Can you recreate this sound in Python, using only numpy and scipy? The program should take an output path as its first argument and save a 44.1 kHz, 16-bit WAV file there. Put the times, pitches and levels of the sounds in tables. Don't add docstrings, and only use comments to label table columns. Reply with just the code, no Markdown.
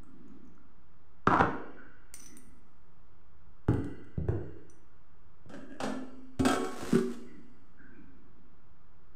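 import sys
import numpy as np
from scipy import signal
from scipy.fft import rfft, irfft, next_fast_len
from scipy.io import wavfile
from scipy.ndimage import uniform_filter1d

SR = 44100
rng = np.random.default_rng(int(sys.argv[2]) if len(sys.argv) > 2 else 0)


def bounce(signal):
    frames = np.transpose(np.atleast_2d(signal))
    limited = np.clip(frames, -1, 1)
    pcm = np.round(limited * 32767).astype(np.int16)
    wavfile.write(sys.argv[1], SR, pcm)


N = 403515

# (frequency [Hz], level [dB])
DULL_COLOUR = [(90, -15), (170, 2.5), (260, 7.5), (380, -4), (520, -26.5), (1500, -27), (4000, -39),
               (9000, -54.5), (15000, -59.5)]
# (frequency [Hz], level [dB])
TICK_COLOUR = [(60, 0.5), (500, -8.5), (2000, 1), (4000, -7.5), (6000, 0), (9000, 2), (10500, -12),
               (15500, -5.5)]


def amp(db):
    return 10 ** (np.asarray(db) / 20)


def unit_rms(x):
    return x / np.sqrt(np.mean(x ** 2) + 1e-20)


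def unit_energy(x):
    return x / (np.linalg.norm(x) + 1e-12)


def decay(t, t60_s):
    return np.exp(-np.log(1000) * t / t60_s)


def along(points, hz):
    point_hz, values = np.transpose(points)
    return np.interp(np.log(hz + 1), np.log(point_hz + 1), values)


def add(track, start_s, sound):
    part = track[max(round(start_s * SR), 0):][:len(sound)]
    part += sound[:len(part)]


def coloured(x, colour):
    size = 4096
    gain = amp(along(colour, np.fft.rfftfreq(size, 1 / SR)))
    cepstrum = irfft(np.log(gain + 1e-6))
    cepstrum[1:size // 2] *= 2
    cepstrum[size // 2 + 1:] = 0
    impulse = irfft(np.exp(rfft(cepstrum)))
    return signal.fftconvolve(x, impulse)[:len(x)]


def burst(t60_s):
    return unit_energy(rng.standard_normal(SR) * decay(np.arange(SR) / SR, t60_s))


def strokes(rows, depth_db, fall_db_per_s):
    gain = np.zeros(N)
    for start_s, rise_s, peak_db in rows:
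        age_s = np.arange(N) / SR - start_s
        under_db = np.maximum(depth_db * (1 - age_s / rise_s), fall_db_per_s * (age_s - rise_s))
        gain += (age_s >= 0) * amp(peak_db - np.abs(under_db))
    return uniform_filter1d(gain, size=256)


def in_room(x, wet_db):
    # (frequency [Hz], t60 [s])
    reverb_times = [(70, .42), (150, 0.26), (260, 1), (430, 0.87), (700, 0.61), (1400, 0.63), (4000, 0.46),
                    (8500, 0.49), (14000, 0.44)]
    hz, t, spectra = signal.stft(rng.standard_normal(SR), SR, nperseg=512)
    tail = signal.istft(spectra * decay(t, along(reverb_times, hz)[:, None]), SR, nperseg=512)[1]
    tail *= 1 - np.exp(-np.arange(len(tail)) / SR / 0.0031)
    return x + amp(wet_db) * signal.fftconvolve(x, unit_energy(tail))[:len(x)]


def ring(modes, max_t60_s, scatter_db=2, detune=0.005):
    t = np.arange(SR) / SR
    hz, db, t60_s = np.transpose(modes)[:, :, None]
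    gain = amp(db + scatter_db * rng.standard_normal(hz.shape)) * rng.choice([-1, 1], hz.shape)
    hz = hz * (1 + detune * rng.standard_normal(hz.shape))
    partials = gain * np.sin(2 * np.pi * hz * t) * decay(t, np.minimum(t60_s, max_t60_s))
    return unit_energy(partials.sum(axis=0))


def rub(force, colour, modes, slips_per_s, ring_db, max_t60_s, wet_db):
    slips = (rng.random(N) < slips_per_s / SR) * rng.standard_normal(N)
    scrape = unit_rms(coloured(slips, colour))
    ringing = unit_rms(signal.fftconvolve(slips, ring(modes, max_t60_s))[:N])
    return in_room(unit_rms(scrape + amp(ring_db) * ringing) * force, wet_db)


def blows(hits, colour, modes, balance_db, crack_t60_s, ring_db, max_t60_s, wet_db):
    # (cutoff [Hz], filter type)
    bands = [(170, "lowpass"), ((170, 500), "bandpass"), ((500, 3000), "bandpass"), (3000, "highpass")]
    # (boom, thud, clang, edge) [dB/dB]
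    tilts = [-1.12, -0.74, 0.081, 0.021]
    out = np.zeros(N)
    for start_s, db, hardness_db in hits:
        crack = unit_energy(coloured(burst(crack_t60_s), colour))
        sound = in_room(crack + amp(ring_db) * ring(modes, max_t60_s), wet_db)
        for share_db, tilt, (cutoff_hz, kind) in zip(balance_db, tilts, bands):
            band = signal.sosfilt(signal.butter(4, cutoff_hz, kind, fs=SR, output="sos"), sound)
            onset_rms = np.sqrt(np.mean(band[:SR // 20] ** 2))
            add(out, start_s, amp(db + share_db + tilt * hardness_db) * band / onset_rms)
    return out


def air():
    # (frequency [Hz], level [dB])
    hush_colour = [(12, -34.5), (20, -4), (22, -18), (32, -32), (64, -22.5), (140, -33.5), (171, -26.5),
                   (213, -49.5), (238, -34), (324, -42.5), (372, -34), (491, -47.5), (1300, -40),
                   (1720, -50.5), (15500, -84)]
    # (start [s], rise [s], peak [dB])
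    swells = [(2.15, 0.2, -56.5), (7.2, 0.17, -54), (7.8, 0.21, -55), (8.15, 0.04, -69), (8.32, .06, -67.5)]
    rumble = unit_rms(coloured(rng.standard_normal(N), DULL_COLOUR))
    hush = unit_rms(coloured(rng.standard_normal(N), hush_colour))
    return amp(-60.5) * hush + strokes(swells, depth_db=10, fall_db_per_s=47.5) * rumble


def squeals(rise_s=0.038, width_hz=200):
    # (start [s], peak [dB], pitch [Hz])
    events = [(1.755, -53.5, 1484), (2.26, -66.5, 2004), (4.26, -62, 1480), (7.254, -65.5, 1995),
              (7.775, -57, 1550), (7.92, -72.5, 2367)]
    hz = np.fft.rfftfreq(2 * SR, 1 / SR)
    out = np.zeros(N)
    for start_s, db, pitch_hz in events:
        band = irfft(rfft(rng.standard_normal(2 * SR)) / (1 + (2 * (hz - pitch_hz) / width_hz) ** 2))
        envelope = strokes([(start_s, rise_s, db)], depth_db=13.5, fall_db_per_s=65)
        out += np.resize(unit_rms(band), N) * envelope
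    return out


def steelware_hum(shaking, t60_s, gain_db):
    # (centre [Hz], width [Hz], level [dB])
    resonances = [(1540, 300, -11), (1975, 170, -3), (2300, 130, -1.5), (2796, 155, -1), (3103, 180, -5.5),
                  (3390, 110, -9.5), (4310, 150, -3), (4730, 240, -3.5), (5440, 170, -9), (5710, 220, -8.5),
                  (6480, 240, -9.5), (7100, 200, -8), (7600, 220, -6), (8300, 380, -8.5)]
    hz = np.fft.rfftfreq(2 * SR, 1 / SR)
    shape = sum(amp(db) * np.exp(-2 * ((hz - centre) / width) ** 2) for centre, width, db in resonances)
    tail = irfft(rfft(rng.standard_normal(2 * SR)) * shape) * decay(np.arange(2 * SR) / SR, t60_s)
    return amp(gain_db) * signal.fftconvolve(shaking, unit_energy(tail))[:N]


def droplet(hz, decay_cycles, glide, splash_db):
    age = np.arange(SR) / SR * hz / decay_cycles
    pitch_hz = hz * (1 + glide * np.tanh(age))
    tone = np.sin(2 * np.pi * np.cumsum(pitch_hz) / SR) * np.exp(-age)
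    tick = coloured(burst(t60_s=0.007), TICK_COLOUR)
    return in_room(tone + amp(splash_db) * tick, wet_db=-3.5)


def water():
    # (start [s], rise [s], peak [dB])
    pour = [(0.0, .35, -53)]
    # (time [s], level [dB], pitch [Hz])
    drips = [(0.0343, -60.5, 7700), (0.2807, -65.5, 6300), (0.451, -68, 6200), (0.475, -68.5, 5800),
             (0.5511, -72, 6050)]
    bubbles = [(0.0354, -52.5, 1260), (0.5781, -53, 1292)]
    flow = strokes(pour, depth_db=7.5, fall_db_per_s=44)
    out = flow * unit_rms(coloured(rng.standard_normal(N), DULL_COLOUR))
    for start_s, db, hz in drips:
        add(out, start_s, amp(db) * droplet(hz, decay_cycles=20, glide=0.12, splash_db=16))
    for start_s, db, hz in bubbles:
        add(out, start_s, amp(db) * droplet(hz, decay_cycles=4.5, glide=0.092, splash_db=-15))
    return out


def pulp():
    # (time [s], dry peak [dB])
    smacks = [(3.6973, -53), (3.7363, -42.5), (3.7865, -55), (3.8443, -45), (4.045, -59)]
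    # (frequency [Hz], level [dB])
    colour = [(500, -12), (2000, 4), (5500, -10), (8800, -0.5), (11000, -18.5), (15500, -16)]
    out = np.zeros(N)
    for start_s, db in smacks:
        smack = coloured(burst(t60_s=0.013), colour)
        add(out, start_s, amp(db) * in_room(smack, wet_db=-2.5) / np.abs(smack).max())
    return out


def clinks():
    # (time [s], dry peak [dB], crack [dB], brightness [dB/octave])
    taps = [(2.14, -27, 0, 1), (2.2623, -41.5, -15, -21), (2.3696, -37, -4.5, 20),
            (4.6983, -47.5, -20, -21.5)]
    # (start [s], rise [s], peak [dB])
    skids = [(2.145, .004, -53), (2.19, 0.077, -55.5)]
    # (frequency [Hz], level [dB], t60 [s])
    modes = [(5970, 2, 0.055), (5930, -15.5, 0.079), (8900, 0, 0.13), (8950, 0, 0.069), (8600, -7, 0.1),
             (11400, -15, 0.12), (12450, -30, 0.18), (14230, -28, .13), (15350, -21.5, .1)]
    force = strokes(skids, depth_db=4.5, fall_db_per_s=347)
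    out = rub(force, TICK_COLOUR, modes, slips_per_s=700, ring_db=5, max_t60_s=0.019, wet_db=-4)
    for start_s, db, crack_db, db_per_octave in taps:
        tilted = [(hz, mode_db + db_per_octave * np.log2(hz), t60_s) for hz, mode_db, t60_s in modes]
        tap = ring(tilted, max_t60_s=0.35)
        tap += amp(crack_db) * unit_energy(coloured(burst(t60_s=0.0087), TICK_COLOUR))
        add(out, start_s, amp(db) * in_room(tap, wet_db=-5.5) / np.abs(tap).max())
    return out


def bowl():
    # (time [s], level [dB], hardness [dB])
    hits = [(3.684, -37, 2), (4.176, -58.5, -11), (4.285, -45.5, -2), (5.457, -68, 1.5)]
    # (frequency [Hz], level [dB])
    colour = [(25, -37.5), (55, -4), (85, 3.5), (160, 0.5), (205, -11.5), (280, -2), (390, -9.5),
              (540, -20), (780, -22), (980, -26.5), (1450, -26), (1900, -43), (3800, -59), (15500, -77.5)]
    # (frequency [Hz], level [dB], t60 [s])
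    modes = [(61.3, -8, 0.67), (78, 2, 0.11), (99.5, 6.5, 0.47), (138, -6, 0.24), (162, 6, 0.23),
             (265, -8.5, 0.1), (296, -6, 0.092), (383, -14, 0.077)]
    # (boom, thud, clang, edge) [dB]
    balance_db = [13, 8, -0.5, -24]
    return blows(hits, colour, modes, balance_db,
                 crack_t60_s=0.0092, ring_db=-3, max_t60_s=0.59, wet_db=1)


def plate_lift():
    # (start [s], rise [s], peak [dB])
    drags = [(5.5, .05, -47), (5.69, 0.022, -50)]
    # (time [s], level [dB], hardness [dB])
    hits = [(5.493, -58, -4.5), (5.538, -56.5, -6), (5.802, -40, 7), (5.833, -39.5, -1.5)]
    # (frequency [Hz], level [dB])
    drag_colour = [(88, -51), (150, -19.5), (241, -0.5), (327, -5.5), (366, -11.5), (505, -17.5), (588, -8),
                   (1020, -42), (1440, -26), (1610, -10), (2100, -36.5), (2790, -25), (3570, -48.5),
                   (8390, -41.5), (14000, -74.5)]
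    hit_colour = [(59, -40), (100, -15.5), (258, -10.5), (347, -8), (378, -13.5), (614, -7), (808, -7.5),
                  (1110, -14.5), (1290, -4.5), (1730, -16), (2090, -26.5), (3180, -27.5), (3850, -29),
                  (8230, -33), (15500, -60)]
    # (frequency [Hz], level [dB], t60 [s])
    modes = [(215.7, -3.5, 0.52), (240.7, -12, 1.2), (262.4, -2.5, 1.3), (367, -5, 0.62),
             (567, -13.5, 0.44), (674, -23, .4), (826, -16.5, .6), (950, -16, 0.68), (1264, -9, 0.46),
             (1341, -1.5, 0.5), (1740, -7, 0.33), (2236, -29.5, 0.79), (3204, -8.5, 0.26),
             (5780, -18.5, .26), (7500, -40.5, 0.29)]
    # (boom, thud, clang, edge) [dB]
    balance_db = [-7, -0.5, -0.5, -10]
    force = strokes(drags, depth_db=15.5, fall_db_per_s=131)
    drag = rub(force, drag_colour, modes, slips_per_s=610, ring_db=-19, max_t60_s=0.28, wet_db=-2.5)
    return drag + blows(hits, hit_colour, modes, balance_db,
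                        crack_t60_s=0.086, ring_db=-4.5, max_t60_s=np.inf, wet_db=1)


def bounces(first_hit, count, flight_s=0.033, flight_ratio=0.81, loss_db=3, hardness_db=13):
    start_s, db, _ = first_hit
    times_s = start_s + np.cumsum(flight_s * flight_ratio ** np.arange(count))
    return [first_hit] + [(t, db - loss_db * k, hardness_db) for k, t in enumerate(times_s, 1)]


def plate_on_rim(seated_s=6.9):
    # (time [s], level [dB], hardness [dB])
    release = (6.451, -32.5, -3)
    hits = [(6.394, -41.5, -17), (6.457, -35, -1), (6.644, -46.5, 7), (6.808, -49.5, 6), (6.822, -52, -11),
            (6.868, -62, -6), (6.926, -50.5, -10), (6.948, -43, 0), (6.984, -49.5, 3.5)]
    # (start [s], rise [s], peak [dB])
    pushes = [(6.55, .41, -41.5), (7.07, 0.054, -52)]
    # (frequency [Hz], level [dB])
    slide_colour = [(120, -28), (200, -6), (268, -11.5), (327, -14), (371, -4.5), (607, -18), (715, -21.5),
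                    (906, -20.5), (1070, -14), (1230, -18), (1350, -16), (2060, -23), (2210, -25),
                    (8660, -27), (10200, -35.5), (15500, -41)]
    loose_colour = [(21, -61.5), (35, -31), (65, -8), (193, -15.5), (269, 10), (338, -4.5), (375, -9),
                    (564, -12.5), (746, -18), (915, -18.5), (1520, -16.5), (2070, -30.5), (2470, -32),
                    (8850, -35), (10500, -46.5), (15500, -51.5)]
    seated_colour = [(41, -68), (70, -32), (123, -16), (151, -0.5), (202, -12), (237, -2.5), (318, -6.5),
                     (390, -10.5), (511, -33), (768, -18), (1550, -16), (1770, -28), (7350, -68),
                     (8420, -44.5), (15500, -88)]
    # (frequency [Hz], level [dB], t60 [s])
    loose_modes = [(265.4, -12, 0.39), (315, -7, 0.24), (377, 3, 0.74), (453.5, -4.5, 0.84),
                   (586, -9.5, 0.31), (674, -8.5, 0.36), (710, -5.5, 0.45), (753, -0.5, 0.24),
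                   (846, -11, 0.56), (1106, -6, 0.47), (1300, -8.5, 0.45), (1347, -11, 0.94),
                   (1537, -11, 0.38), (1600, -9.5, 0.16), (2260, -15, 0.19), (2560, -17.5, 0.22),
                   (2920, -22, .2), (3230, -19.5, 0.34), (3540, -29, .3), (4630, -27.5, 0.2),
                   (6840, -27.5, 0.25), (7790, -22, 0.43), (8610, -22.5, 0.33)]
    seated_modes = [(173, -3, 0.13), (198, -17, 0.094), (240.7, 1, 0.31), (268, -11, 0.19),
                    (337, -11, 0.12), (380, -5, 0.53), (432.4, -13.5, 0.2), (1168, -13, 0.29),
                    (1465, -14.5, 0.26), (1630, -24, 0.45)]
    # (boom, thud, clang, edge) [dB]
    loose_balance_db = [-7.5, -1, -0.5, -8.5]
    seated_balance_db = [2, 17, 0, -6]
    force = strokes(pushes, depth_db=16, fall_db_per_s=230)
    slide = rub(force, slide_colour, loose_modes,
                slips_per_s=1800, ring_db=-18, max_t60_s=0.3, wet_db=-3.5)
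    landing = bounces(release, count=4) + [hit for hit in hits if hit[0] < seated_s]
    seating = [hit for hit in hits if hit[0] >= seated_s]
    clangs = blows(landing, loose_colour, loose_modes, loose_balance_db,
                   crack_t60_s=0.061, ring_db=-2.5, max_t60_s=0.9, wet_db=-3)
    booms = blows(seating, seated_colour, seated_modes, seated_balance_db,
                  crack_t60_s=0.081, ring_db=7, max_t60_s=0.4, wet_db=-13)
    return slide + clangs + booms


def vessel():
    # (time [s], level [dB], hardness [dB])
    hits = [(1.271, -25, 1), (1.394, -32.5, -1.5), (1.407, -27.5, 0)]
    # (start [s], rise [s], peak [dB])
    rattle = [(1.28, 0.13, -27)]
    # (frequency [Hz], level [dB])
    colour = [(30, -49), (60, -9), (120, -2), (200, -7), (270, 0.5), (400, -6), (560, -8.5), (800, 2),
              (1000, 2), (1350, 1), (1900, -16.5), (2700, -23.5), (4200, -33.5), (8500, -45), (10500, -60),
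              (15500, -68)]
    # (frequency [Hz], level [dB], t60 [s])
    modes = [(176, 0, 0.31), (311, 3.5, 1.6), (365, -4.5, 1.7), (458, -2.5, 0.48), (592, -3, 0.59),
             (801, -8.5, 0.27), (770, -3.5, 0.25), (890, -8.5, 0.44), (1020, 0.5, 0.54), (1337, 5, 0.54),
             (1423, 1, 0.34), (2600, -21, 0.25)]
    # (boom, thud, clang, edge) [dB]
    balance_db = [-7.5, -4, -1.5, -24.5]
    force = strokes(rattle, depth_db=-0.5, fall_db_per_s=402)
    chatter = rub(force, colour, modes, slips_per_s=610, ring_db=-8, max_t60_s=0.25, wet_db=-11)
    return chatter + blows(hits, colour, modes, balance_db,
                           crack_t60_s=0.03, ring_db=-13.5, max_t60_s=0.29, wet_db=-4)


def scene():
    knocks = vessel() + clinks() + plate_lift() + plate_on_rim()
    thumps = bowl()
    hum = steelware_hum(knocks + amp(16) * thumps, t60_s=2.0, gain_db=-23.5)
    return (water() + pulp() + knocks + thumps + hum + squeals() + air())[None]


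def record(dry):
    top_hz, taper_hz, offset = 15600, 400, 0.0131
    size = next_fast_len(N + SR)
    hz = np.fft.rfftfreq(size, 1 / SR)
    passband = np.clip((top_hz - hz) / taper_hz + 0.5, 0, 1)
    return irfft(rfft(dry, size) * passband, size)[:, :N] + offset


dry = scene()
out = record(dry)
bounce(out)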